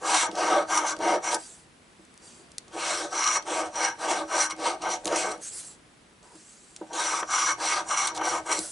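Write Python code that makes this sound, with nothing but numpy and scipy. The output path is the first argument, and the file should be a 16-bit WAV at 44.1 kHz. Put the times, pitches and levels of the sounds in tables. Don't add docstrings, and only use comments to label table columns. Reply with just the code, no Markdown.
import sys
import numpy as np
from scipy import signal
from scipy.fft import rfft, irfft, next_fast_len
from scipy.io import wavfile
from scipy.ndimage import uniform_filter1d

SR = 44100
rng = np.random.default_rng(int(sys.argv[2]) if len(sys.argv) > 2 else 0)


def generate_wav(sig):
    pcm = np.round(np.clip(np.atleast_2d(sig).T, -1, 1) * 32767).astype(np.int16)
    wavfile.write(sys.argv[1], SR, pcm)


def undo_db(level):
    steps = np.asarray(level, float) / 20
    return 10 ** steps


N = 384111


def unit(x):
    return x / np.sqrt(np.mean(x ** 2) + 1e-20)


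def along(points, hz):
    f, v = np.transpose(points)
    return np.interp(np.log(hz + 1), np.log(f + 1), v)


def wobble(rate):
    knots = rng.standard_normal(int(N * rate / SR) + 2)
    return np.interp(np.arange(N) * rate / SR, np.arange(len(knots)), knots)


def bumps(rows, t):
    return sum(np.outer(db, np.exp(-((t - s) / half) ** 2)) for s, half, *db in rows)


def filtered(x, response):
    m = next_fast_len(N + SR // 2)
    return irfft(rfft(x, m) * response(np.fft.rfftfreq(m, 1 / SR)), m)[..., :N]


def shape(points):
    return lambda hz: undo_db(along(points, hz))


def modes(peaks, flip=True):
    def response(hz):
        total = 0
        for k, (centre, width, db) in enumerate(peaks):
            sign = -1 if flip and k % 2 else 1
            damping = 1j * hz * width
            total = total + sign * undo_db(db) * damping / (centre * centre - hz * hz + damping)
        return total
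    return response


def above(hz, edge_hz):
    s = 1j * hz / edge_hz
    return s * s / (s * s + 1.23 * s + 1)


def driven(force, gain, response, tilt_db=None, split_hz=None):
    def body(hz):
        r = np.interp(hz, hz[::16], response(hz[::16]))
        return r / np.sqrt(np.mean(np.abs(r) ** 2))

    def halves(hz):
        lower = 1 / (1 + (hz / split_hz) ** 12)
        return body(hz) * [lower, 1 - lower]

    if tilt_db is None:
        return filtered(force * gain, body)
    return filtered(force * gain * undo_db([-tilt_db / 2, tilt_db / 2]), halves).sum(0)


def slips(spread_db, clump_db, clump_rate):
    largest = 4
    uneven_db = spread_db * np.minimum(rng.exponential(size=N), largest)
    size = undo_db(uneven_db + clump_db * np.clip(wobble(clump_rate), -2, 2))
    return unit(np.tanh(unit(size * rng.standard_normal(N)) / largest))


def patchy(x, depth_db, hz_bins, frames):
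    z = signal.stft(x, nperseg=512)[2]
    field = uniform_filter1d(rng.standard_normal(z.shape), hz_bins, 0)
    field = uniform_filter1d(field, frames, 1)
    return unit(signal.istft(z * undo_db(depth_db * unit(field)), nperseg=512)[1][:N])


# (frequency [Hz], level [dB per Hz])
AIR = [(20, -34), (40, -5), (110, -7), (190, 0), (320, -2), (570, -7.5), (920, -8), (2100, -11),
       (4000, -16), (6500, -19.5), (8000, -19.5), (10500, -19.5), (11300, -25)]
# (frequency [Hz], left-right likeness [0-1])
AIR_ALIKE = [(60, 1), (340, 0.67), (820, 0.059), (2000, 0.24), (4700, 0.51), (11300, 0.73)]


def air():
    def mid_side(hz):
        turn = np.arccos(np.clip(along(AIR_ALIKE, hz), -1, 1)) / 2
        return shape(AIR)(hz) * [np.cos(turn), np.sin(turn)]

    mid, side = filtered(rng.standard_normal((2, N)), mid_side)
    return undo_db(-56 + wobble(2.45)) * unit(np.array([mid + side, mid - side]))


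# (time [s], half-length [s], level [dB])
SHAKES = [(.3, .06, 5), (.6, 0.17, 4.5), (1.0, 0.083, 7), (1.7, 0.067, 6), (2.2, 0.44, -7),
          (6.5, 0.47, -10), (3.95, .15, 1), (4.9, 0.09, 4), (8.05, .08, 4), (3.3, 0.044, -4),
          (3.72, .07, 4), (4.2, .05, 0), (4.65, 0.062, 6), (5.09, .06, 11), (5.5, .06, 2), (7.5, 0.12, 7),
          (8.3, 0.21, 6), (8.6, 0.2, 5)]
# (frequency [Hz], level [dB per Hz])
SHAKE = [(20, -20), (40, -4), (80, -2.5), (150, -0.5), (230, -20), (400, -70)]
# (time [s], half-length [s], level [dB], pitch [Hz])
WHINE = [(2.1, .3, -68, 7950), (6.0, .22, -74, 7950), (2.32, 0.15, -61, 4680), (1.44, .03, -52, 4700),
         (5.46, .035, -42, 6500), (5.2, 0.083, -58, 4700), (6.29, 0.066, -57, 950),
         (2.4, 0.034, -52.5, 370)]


def rumble():
    t = np.arange(N) / SR
    push = rng.standard_normal(N)
    ports = push + np.outer([.25, -.25], push[::-1])
    strength = undo_db(-69.5 + bumps(SHAKES, t[::64])[0]).repeat(64)[:N]
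    shake = driven(ports, strength, shape(SHAKE))
    whine = 0
    for s, half, db, hz in WHINE:
        whine = whine + undo_db(db) * np.exp(-((t - s) / half) ** 4) * np.sin(2 * np.pi * hz * t)
    return undo_db(1.5) * shake + whine * wobble(140)


# (frequency [Hz], level [dB])
WET = [(100, -35), (350, -9), (700, 3), (1200, -0.5), (2200, 4), (3000, 5), (6000, 0.5), (10000, 6.5)]
# (frequency [Hz], t60 [s])
ROOM = [(200, 0.068), (1000, 0.23), (3000, 0.23), (6000, 0.17), (10000, 0.058)]


def room(x):
    hz, t, z = signal.stft(rng.standard_normal((2, SR // 3)), SR, nperseg=128)
    decay_db = -60 * t / along(ROOM, hz)[:, None]
    tail = signal.istft(z * undo_db(decay_db + along(WET, hz)[:, None]), SR, nperseg=128)[1]
    return signal.fftconvolve(x[None], tail / np.linalg.norm(tail[0]), axes=1)[:, :N]


# (time [s], rise [s], fade [s], hiss level [dB], rub level [dB], brightness [dB])
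PALM = [(1.36, 0.039, 0.34, -43, -61, 5.5), (2.17, 0.09, 0.3, -53, -63, -3),
        (5.389, 0.062, 0.11, -34.5, -75, 7.5), (5.5, 0.042, 0.29, -36, -60.5, 12),
        (6.21, 0.036, 0.15, -61.5, -58, -6), (6.27, 0.099, 0.85, -54, -84, -3),
        (8.58, 0.024, 0.29, -33, -56, 11)]


def slides():
    t = np.arange(0, N, 32) / SR
    start, rise, fade, hiss_db, rub_db, bright_db = np.transpose(PALM)
    ramps = [np.interp(t, [s, s + r, s + r + f], [0, 1, 0]) for s, r, f in zip(start, rise, fade)]
    swell = np.sin(np.pi / 2 * np.array(ramps))
    hiss = undo_db(hiss_db) @ swell ** 2.8
    rub = undo_db(rub_db) @ swell ** 0.71
    bright = (undo_db(hiss_db) * bright_db) @ swell ** 4.5 / (hiss + 1e-9)
    return [np.interp(np.arange(N) / SR, t, curve) for curve in (hiss, rub, bright)]


# (frequency [Hz], level [dB per Hz])
SKIN = [(500, -25), (1500, -11.5), (2500, -14), (4300, -8.5), (4700, -6), (5100, -7.5), (7500, 0.5),
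        (9200, -3), (11000, -13)]
# (frequency [Hz], level [dB per Hz])
RUB = [(150, -59), (300, 7), (1000, 2), (2500, -12), (4000, -24)]


def palm():
    hiss, rub, bright_db = slides()
    force = patchy(slips(spread_db=0.8, clump_db=1.0, clump_rate=56), 2.2, hz_bins=10, frames=9)
    fine = driven(force, hiss, shape(SKIN), bright_db, split_hz=9700)
    return fine + undo_db(-1.0) * driven(force[::-1], rub, shape(RUB))


# (time [s], peak level [dB], centre [Hz], scuff share [0-1])
TICKS = [(0.3147, -20, 4940, 0.13), (0.9655, -27, 5500, 0.2), (.989, -27, 7500, .3), (4.6, -29, 9000, .3),
         (4.821, -26, 7500, .5), (2.0134, -49, 7330, 0.13), (2.0502, -42, 7150, 0.33),
         (2.1414, -31.5, 9880, 0.06), (2.177, -24.5, 7940, 0.03), (2.518, -31, 6900, 0.25),
         (2.5491, -43, 5550, 0), (2.5826, -6, 7400, 0.08), (2.681, -32.5, 6000, 0.18),
         (2.7313, -36.5, 9050, 0.19), (3.4247, -29, 5500, 0.4), (4.564, -35, 7000, 0.5),
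         (4.89, -24, 9800, 0.2), (3.885, -24, 10000, .2), (3.24, -13, 5600, .8), (3.274, -15, 5600, .9),
         (2.693, -46, 2500, .4), (5.046, -24, 7000, 0.9), (5.056, -2.5, 9000, 0.07),
         (5.056, -18, 3600, 0.3), (2.5824, -31.5, 2810, 0.15), (6.7625, -29, 3000, 0.14),
         (5.068, -17, 9000, 0.3), (5.071, -16, 5500, 0.9), (5.0768, -14.5, 4400, 0.6),
         (5.077, -16, 9000, .6), (5.378, -37, 9300, .2), (6.2292, -39, 6560, 0.2), (6.355, -36, 7250, 0.2),
         (6.356, -42, 1800, .3), (6.764, -18, 6460, 0.07), (6.771, -34, 5800, .6), (6.482, -44, 2500, .2),
         (6.8017, -42, 7900, 0.1), (6.8444, -46, 3700, 0.1), (7.23, -18, 2275, 0.3),
         (7.5227, -11, 10500, 0.08), (8.072, -6.5, 10500, 0.5), (8.0771, -10, 6000, 0.24),
         (8.1764, -17, 5460, 0.4), (8.241, -26, 9500, 0.06), (8.254, -25, 9500, .1), (8.59, -9, 8000, 0.35)]
# (time [s], peak level [dB], centre [Hz], scuff share [ratio])
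SKIDS = [(0.353, -25, 5730, 0.9), (1.321, -25, 8250, 0.9), (1.3438, -10, 7800, 0.8),
         (4.506, -19.5, 6100, 0.9), (8.149, -26, 6500, 1.5), (8.163, -25, 6400, 1.5)]


def ticks():
    out, t = np.zeros(N + SR), np.arange(SR // 10) / SR
    card = signal.butter(1, [1600, 3400], "band", fs=SR, output="sos")
    for rows, scuff_t60_s in [(TICKS, 0.019), (SKIDS, 0.059)]:
        for s, db, hz, scuff in rows:
            decay = 0.04 * undo_db(-60 * t / 0.0062) + scuff * undo_db(-60 * t / scuff_t60_s)
            burst = rng.standard_normal(len(t)) * decay
            burst[0] = 1
            colour = signal.butter(2, [hz * 0.55, min(hz * 1.31, 14000)], "band", fs=SR, output="sos")
            burst = signal.sosfilt(colour, burst) + 0.1 * signal.sosfilt(card, burst)
            out[round(s * SR):][:len(t)] += undo_db(db - 6.0) * burst / np.abs(burst).max()
    return out[:N]


# (frequency [Hz], width [Hz], level [dB])
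TABLE = [(193.7, 22.3, 4.5), (316.9, 8.8, 5), (341, 35, -1.5), (429.6, 30, -6.5), (495.2, 24, -2.5),
         (580.4, 17.7, 1), (635.7, 22, -1.5), (724, 35, -1)]


def top(hz):
    return modes(TABLE, flip=False)(hz) * above(hz, 302.4) ** 3 / (1 + 1j * hz / 900)


# (time [s], peak level [dB], hardness [Hz])
KNOCKS = [(0.23, -17, 470), (0.29, -2.5, 225), (0.33, -7, 260), (0.99, -14, 350), (2.395, -38, 220),
          (4.59, -19, 340), (9.4, -17, 340), (8.585, -10.5, 330), (4.527, -18, 320), (5.057, -8, 350),
          (5.121, -25, 540), (6.352, -17, 225), (1.994, -24, 270), (6.813, -13, 420), (6.811, -28.5, 800),
          (7.1, -42, 730), (6.34, -36, 440), (5.047, -16, 280), (7.227, -25, 2500)]
# (frequency [Hz], width [Hz], level [dB])
CARD = [(811, 72, 0.5), (876.6, 13.7, 9.5), (938.4, 40, 6.5), (1037, 81, 4), (1135, 65, 7),
        (1230.4, 30.3, 9.5), (1284, 55, 3.5), (1414, 55, -0.5), (1539, 41, 4), (1633, 47, 1.5),
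        (1820, 37, -3.5)]


def knocks():
    blows, t = np.zeros(N + SR), np.arange(SR // 50) / SR
    for s, db, hz in KNOCKS:
        push = t ** 3 * np.exp(-2 * np.pi * 1.045 * hz * t)
        blows[round(s * SR):][:len(t)] += undo_db(db + 40.5) * push / push.sum()
    return filtered(blows[:N], lambda hz: top(hz) + 0.84 * modes(CARD)(hz) * above(hz, 1100))


def speed_of(t, start, length, fastest, rest_db):
    cruise = 0.77
    skew = np.log(.5) / np.log(np.clip(fastest, .1, .9))
    along_stroke = np.clip((t - start) / length, 0, 1) ** skew
    creep = undo_db(rest_db) * (np.abs(t - start - length / 2) < length / 2 + .04)
    return np.tanh((np.abs(np.sin(np.pi * along_stroke)) + creep) / cruise)


# (time [s], jolt of the edge [dB], jolt of the card [dB])
SNAGS = [(.022, -6, 2), (0.045, -8, 6), (.143, 4, 4), (.166, 2, 1.5), (.356, 14, -6), (.696, 2, -0.5),
         (.706, 2, 0), (.773, 10.5, -1), (0.867, 2, 3.5), (1.237, 3, 0.5), (1.312, -1, 0.5),
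         (3.125, -8, 7.5), (3.151, 0, 4.5), (3.24, 5, -3), (3.274, 10, 0), (3.755, 6, -1), (3.845, 7, -0.5),
         (3.999, 7, -5), (4.082, 0, 1), (4.1, 1, -0.5), (4.364, 3, 0), (4.818, 16, -0.5), (4.936, 0, 4.5),
         (5.122, 5, 4.5), (5.146, 0, 2), (5.158, 5, 4), (6.902, -18, 11), (6.93, 12, 0), (7.287, -18, 3),
         (7.304, -2, 3), (7.332, -4, 5.5), (7.456, 7, -3), (7.51, -7, 4), (7.874, 4, 0.5), (7.887, 9, 3),
         (7.907, 0.5, 8), (7.98, 7, 2), (8.056, 5, 3), (8.211, 1, 12.5), (8.251, -5, 5.5), (8.462, 7, 1),
         (8.493, -4, 4.5), (8.514, 6, 1.5)]


def snags(t):
    rise_s, fade_s = 0.0017, 0.0065
    jolts = 0
    for s, *db in SNAGS:
        after = t - s - rise_s
        jolts = jolts + np.outer(db, np.exp(-np.abs(after) / np.where(after > 0, fade_s, rise_s)))
    return jolts


# (from [s], to [s], tearing level [dB])
CUTS = [(0, 0.046, -1.5), (0.272, 0.308, -17), (0.937, .96, -8), (1.313, 1.356, 8), (3.38, 3.42, -8),
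        (3.618, 3.66, -6), (3.89, 3.94, -6), (4.47, 4.503, -2), (5.157, 5.237, 3), (5.33, 5.37, -3),
        (6.877, 6.93, -10), (7.215, 7.25, -10), (7.53, 7.57, -5), (8.095, 8.145, -8), (8.182, 8.238, -8),
        (8.385, 8.427, -1)]


def cuts(t):
    step_s = .003
    return sum(db / 2 * (np.tanh((t - a) / step_s) - np.tanh((t - b) / step_s)) for a, b, db in CUTS)


# (time [s], length [s], force [dB], weight on the table [dB], bite of the edge [dB])
STROKES = [(.004, 0.3, -24.5, -11, -17.5), (0.338, 0.32, -23.5, -3, -13.5), (0.663, 0.3, -25, -12, -7.5),
           (0.985, 0.21, -25, 2, -14), (1.212, 0.17, -29, -8, -8.5), (2.709, 0.4, -33, -8, -6.5),
           (3.096, 0.32, -25, -18, -8), (3.446, 0.26, -29, -1, -4), (3.715, 0.23, -26, -13, -11),
           (3.975, 0.28, -27.5, -1.5, -6.5), (4.265, 0.23, -26, -19, -5), (4.488, 0.059, -33, -17, -5),
           (4.56, 0.22, -34.5, 2, -6.5), (4.799, 0.19, -31.5, -1.5, -1), (5.029, 0.35, -30.5, 0, -5),
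           (6.903, 0.36, -26, -12.5, -4), (7.261, 0.3, -23, -19.5, -5.5), (7.569, 0.27, -23.5, -16.5, -7),
           (7.845, 0.29, -25.5, -16.5, -6.5), (8.109, 0.31, -27.5, -5.5, -4),
           (8.435, 0.18, -26.5, -12.5, -11.5), (6.81, 0.046, -57.5, 17, -15.5)]
# (freedom to ring [dB], flex of the card under it [dB])
HOLDS = [(-4, 1.5), (-8.5, -3.5), (-1, 1.5), (-1.5, -3.5), (3, 1.5), (-7.5, -6.5), (5.5, -2.5),
         (-8.5, -2.5), (3.5, 3), (-6, -1.5), (3.5, 0.5), (1, 1), (-2, -2), (0.5, 3.5), (-3.5, -5.5),
         (-1.5, -1.5), (4, -3), (-1, -0.5), (4, 3), (-4, 2.1), (-3, -3.5), (-.4, 4)]
# (share passed before top speed [0-1], rocking of the coin in the grip [dB])
SWINGS = [(0.54, 0), (0.5, 0.5), (0.49, -1.5), (0.48, 1.5), (0.45, -1), (0.49, -0.5), (0.53, -1), (0.43, 2),
          (0.54, 0), (0.45, 0.5), (0.57, -2.2), (0.27, 1), (0.49, 1), (0.5, 1.5), (0.5, 1), (0.51, -2),
          (0.52, -2.5), (0.52, 0.5), (0.54, -0.5), (0.58, 1), (0.56, 1), (0.26, -1)]
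# (table [dB], card [dB], coin [dB], coating [dB])
TONES = [(.1, 2, 14, 0.5), (3, -1, -13, -5.5), (.1, 0, 12.5, 1.5), (.1, 4, -4, -6), (.1, 7, 13, -4),
         (.1, 3, -6, -4), (.1, 2, -2, 1.5), (.1, -1.5, -8, -2.5), (.1, 5, -8, -1), (.1, 0, -8, -2.5),
         (.1, 2, -4, 2.5), (.1, -3, -3, 3), (.1, -2, -3, -7.5), (.1, -4, -2, -3.5), (.1, 0, -8, 0.5),
         (.1, 1.5, 5, -4), (.1, -2.5, 4, -1), (.1, 0, 1, -5), (.1, -4.5, -1, 4), (.1, -2, -4, 1.5),
         (.1, -2, -4, 2.5), (.1, .1, .1, .1)]
# (drift of table tone [dB], drift of card tone [dB], ring of the rim [dB])
DRIFTS = [(.1, 5, 1), (2, -6, -2), (.1, .1, -6), (.1, -1, 1), (.1, 9, 5.5), (.1, 2, 1.5), (.1, -2, 0),
          (.1, -5, 1), (.1, 6, 5.5), (.1, -3, 1), (.1, 6, 3.5), (.1, 11, -2), (.1, -9, 3.5), (.1, 7, -1),
          (.1, -4, 1.5), (.1, -3, 2), (.1, 2, -6), (.1, -2, 2.5), (.1, 2, 0), (.1, -4, -8), (.1, 4, -4),
          (.1, .1, -4)]
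# (time [s], half-length [s], bite [dB], force [dB])
CATCHES = [(0.16, 0.24, 15.5, 2), (0.57, 0.078, 2.5, 0.5), (0.716, 0.033, -3.5, 7), (0.77, 0.028, 3.5, 1.5),
           (0.828, 0.03, -8.5, -3), (.9, 0.037, 6.5, 0), (1.115, 0.06, 4, -1), (8.59, 0.048, 23, -12),
           (2.923, 0.19, 5, 4.5), (3.36, 0.022, 3.5, 5.5), (3.603, 0.038, -1.5, 2), (3.85, 0.015, 2.5, 2.5),
           (4.071, 0.011, -6, -0.5), (4.11, 0.015, 4, 1.5), (4.317, 0.049, -10, 4), (4.43, 0.044, 3, 3),
           (4.67, 0.036, 3, 6), (4.867, 0.036, -15, 3), (4.94, 0.043, 4, -3), (5.127, 0.033, -11, 6.5),
           (5.188, 0.029, 7.5, -1.5), (5.28, 0.045, -5, 1.5), (5.319, 0.008, 9.5, 0),
           (7.498, 0.032, -3.5, 4.5), (7.67, 0.035, 6, -2.5), (7.75, 0.0081, 6, -8.5),
           (7.955, 0.0078, -6, -1), (8.209, 0.019, -16, -2), (8.291, 0.0076, 13, -7.5),
           (8.524, 0.017, 10, 2.5)]
# (time [s], half-length [s], weight [dB])
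LEANS = [(.1, 0.062, 1.5), (.2, 0.026, -9), (.262, 0.011, -1), (.54, 0.053, 4.5), (.76, 0.04, -2),
         (.825, 0.019, 8), (1.03, 0.04, 0), (1.36, 0.073, 9), (2.765, 0.024, 12.5), (3.04, 0.036, 9),
         (3.15, 0.046, 9), (3.38, 0.011, 12), (3.79, 0.038, 4), (3.99, 0.052, -6), (4.36, 0.05, 14),
         (4.825, 0.018, 0), (5.075, .025, 4.5), (5.26, 0.11, -0.5), (6.94, 0.053, 8), (7.37, 0.026, -4),
         (7.58, 0.053, 5), (7.65, 0.021, 7.5), (7.75, .03, 1), (7.82, 0.044, 9.5), (8.12, 0.021, 6),
         (8.61, 0.089, 17)]


def hand():
    table_grows, card_grows, coin_grows, rasp_grows = 1, 1.58, 3.52, 2.15
    lands_s, lifts_s = 0.0067, 0.0066
    t = np.arange(0, N, 32) / SR
    (dig_db, push_db), (lean_db,) = bumps(CATCHES, t), bumps(LEANS, t)
    jolts, cut_db = snags(t), cuts(t)
    dig_db, push_db = dig_db + jolts[0], push_db + jolts[1]
    gains, tilt_db = np.zeros((6, len(t))), np.zeros((5, len(t)))
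    for stroke, hold, swing, tone, drift in zip(STROKES, HOLDS, SWINGS, TONES, DRIFTS):
        start, length, force_db, weight_db, bite_db = stroke
        free_db, flex_db = hold
        fastest, rock_db = swing
        now = (t > start) & (t < start + length)
        across = 2 * (t[now] - start) / length - 1
        tilt_db[:, now] = np.c_[[*tone, drift[2]]] + np.c_[[*drift[:2], 0, 0, 0]] * across

        speed = speed_of(t, start, length, fastest, rest_db=-22.5)
        edge = speed_of(t, start + lands_s, length - lands_s - lifts_s, fastest, rest_db=-14)
        force, bite = force_db + push_db, bite_db + dig_db
        landing_db = -weight_db / 10 * 3.5 * np.exp(-np.abs(t - start) / 0.039)
        weight = weight_db + lean_db + landing_db

        table = undo_db(force + weight) * speed ** table_grows
        low = undo_db(force + 0.49 * weight + 3.5 + flex_db) * speed ** card_grows
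        card = undo_db(force) * speed ** card_grows
        coin = undo_db(force + free_db) * (undo_db(bite) * edge ** coin_grows + undo_db(-22) * speed)
        tear_db = force + 0.92 * bite - 5.5 - 0.31 * jolts[0] + cut_db
        rasp = undo_db(tear_db) * edge ** rasp_grows
        gains = np.maximum(gains, [table, low, card, coin, rasp, undo_db(rock_db) * speed])
    return [np.interp(np.arange(N) / SR, t, curve) for curve in [*gains, *tilt_db]]


# (frequency [Hz], width [Hz], level [dB])
COIN = [(4140, 120, -9), (5781, 120, 8), (5960, 140, 3), (6170, 200, -2.5), (7150, 200, -8)]
# (frequency [Hz], width [Hz], level [dB])
GRIP = [(1935, 32, -6), (2187, 66, 4.5), (2640, 690, -11.5), (2970, 460, -6.5)]
# (frequency [Hz], width [Hz], level [dB])
RIM = [(7250, 140, -9), (8520, 650, 5), (9000, 250, -2)]
# (frequency [Hz], level [dB per Hz])
RASP = [(1400, -25), (2400, -8), (4140, -5.5), (4800, -8), (5800, -5.5), (6560, -4), (7800, -5.5),
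        (8700, -6), (9600, -9), (11000, -17)]


def scraping():
    table, low, card, coin, rasp, loose, table_tilt, card_tilt, coin_tilt, rasp_tilt, rim_db = hand()
    contact = slips(spread_db=1.36, clump_db=1.5, clump_rate=160) * undo_db(2.2 * np.clip(wobble(35), -2, 2))

    def force(depth_db, hz_bins):
        own = slips(spread_db=2.5, clump_db=2.0, clump_rate=79)
        return patchy(contact + 1.41 * own, depth_db, hz_bins, frames=14)

    def passed(response, edge_hz):
        return lambda hz: response(hz) * above(hz, edge_hz)

    edge, press, torn = force(1.1, 4), force(1.67, 2), force(2.9, 9)
    rocking = loose * card ** 0.56 * coin ** 0.41
    drone = undo_db(-1.96) * driven(press, table, top, table_tilt, split_hz=400)
    body = undo_db(-4.5) * driven(press, card, passed(modes(CARD[3:]), 970), card_tilt, split_hz=1440)
    body = body - undo_db(-5.5) * driven(press, low, passed(modes(CARD[:3]), 600))
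    ring = undo_db(-0.46) * driven(edge, coin, passed(modes(COIN), 2400), coin_tilt, split_hz=5980)
    rock = undo_db(-5.0) * driven(edge, rocking, passed(modes(GRIP), 1150))
    tear = undo_db(3.5) * driven(torn, rasp, passed(shape(RASP), 970), rasp_tilt, split_hz=6000)
    rim = undo_db(-4.5) * driven(edge, rasp * undo_db(rim_db), passed(modes(RIM), 4900))
    return drone + body + ring + rock + tear + rim


def scene():
    background = air() + rumble()
    skin, grit = palm(), ticks()
    near = knocks() + scraping()
    direct = (near + grit) * undo_db([[.05], [-.05]]) + skin * undo_db([[-.5], [.5]])
    return background + undo_db(-10.5) * room(near + 1.16 * skin + .5 * grit) + direct


def top_cut(x):
    return signal.sosfilt(signal.butter(12, 11860, fs=SR, output="sos"), x)


# (frequency [Hz], left over right [dB])
PORTS = [(250, -0.2), (600, -0.1), (1200, 1.2), (2500, 0.3), (5500, 0), (9000, 0.2), (12000, -2)]


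def record(dry):
    def microphone(hz):
        band = np.clip(1 - (hz - 11000) / 90, .005, 1)
        return band * undo_db(np.outer([.5, -.5], along(PORTS, hz)))

    return top_cut(filtered(dry, microphone))


dry = scene()
out = record(dry)
generate_wav(out)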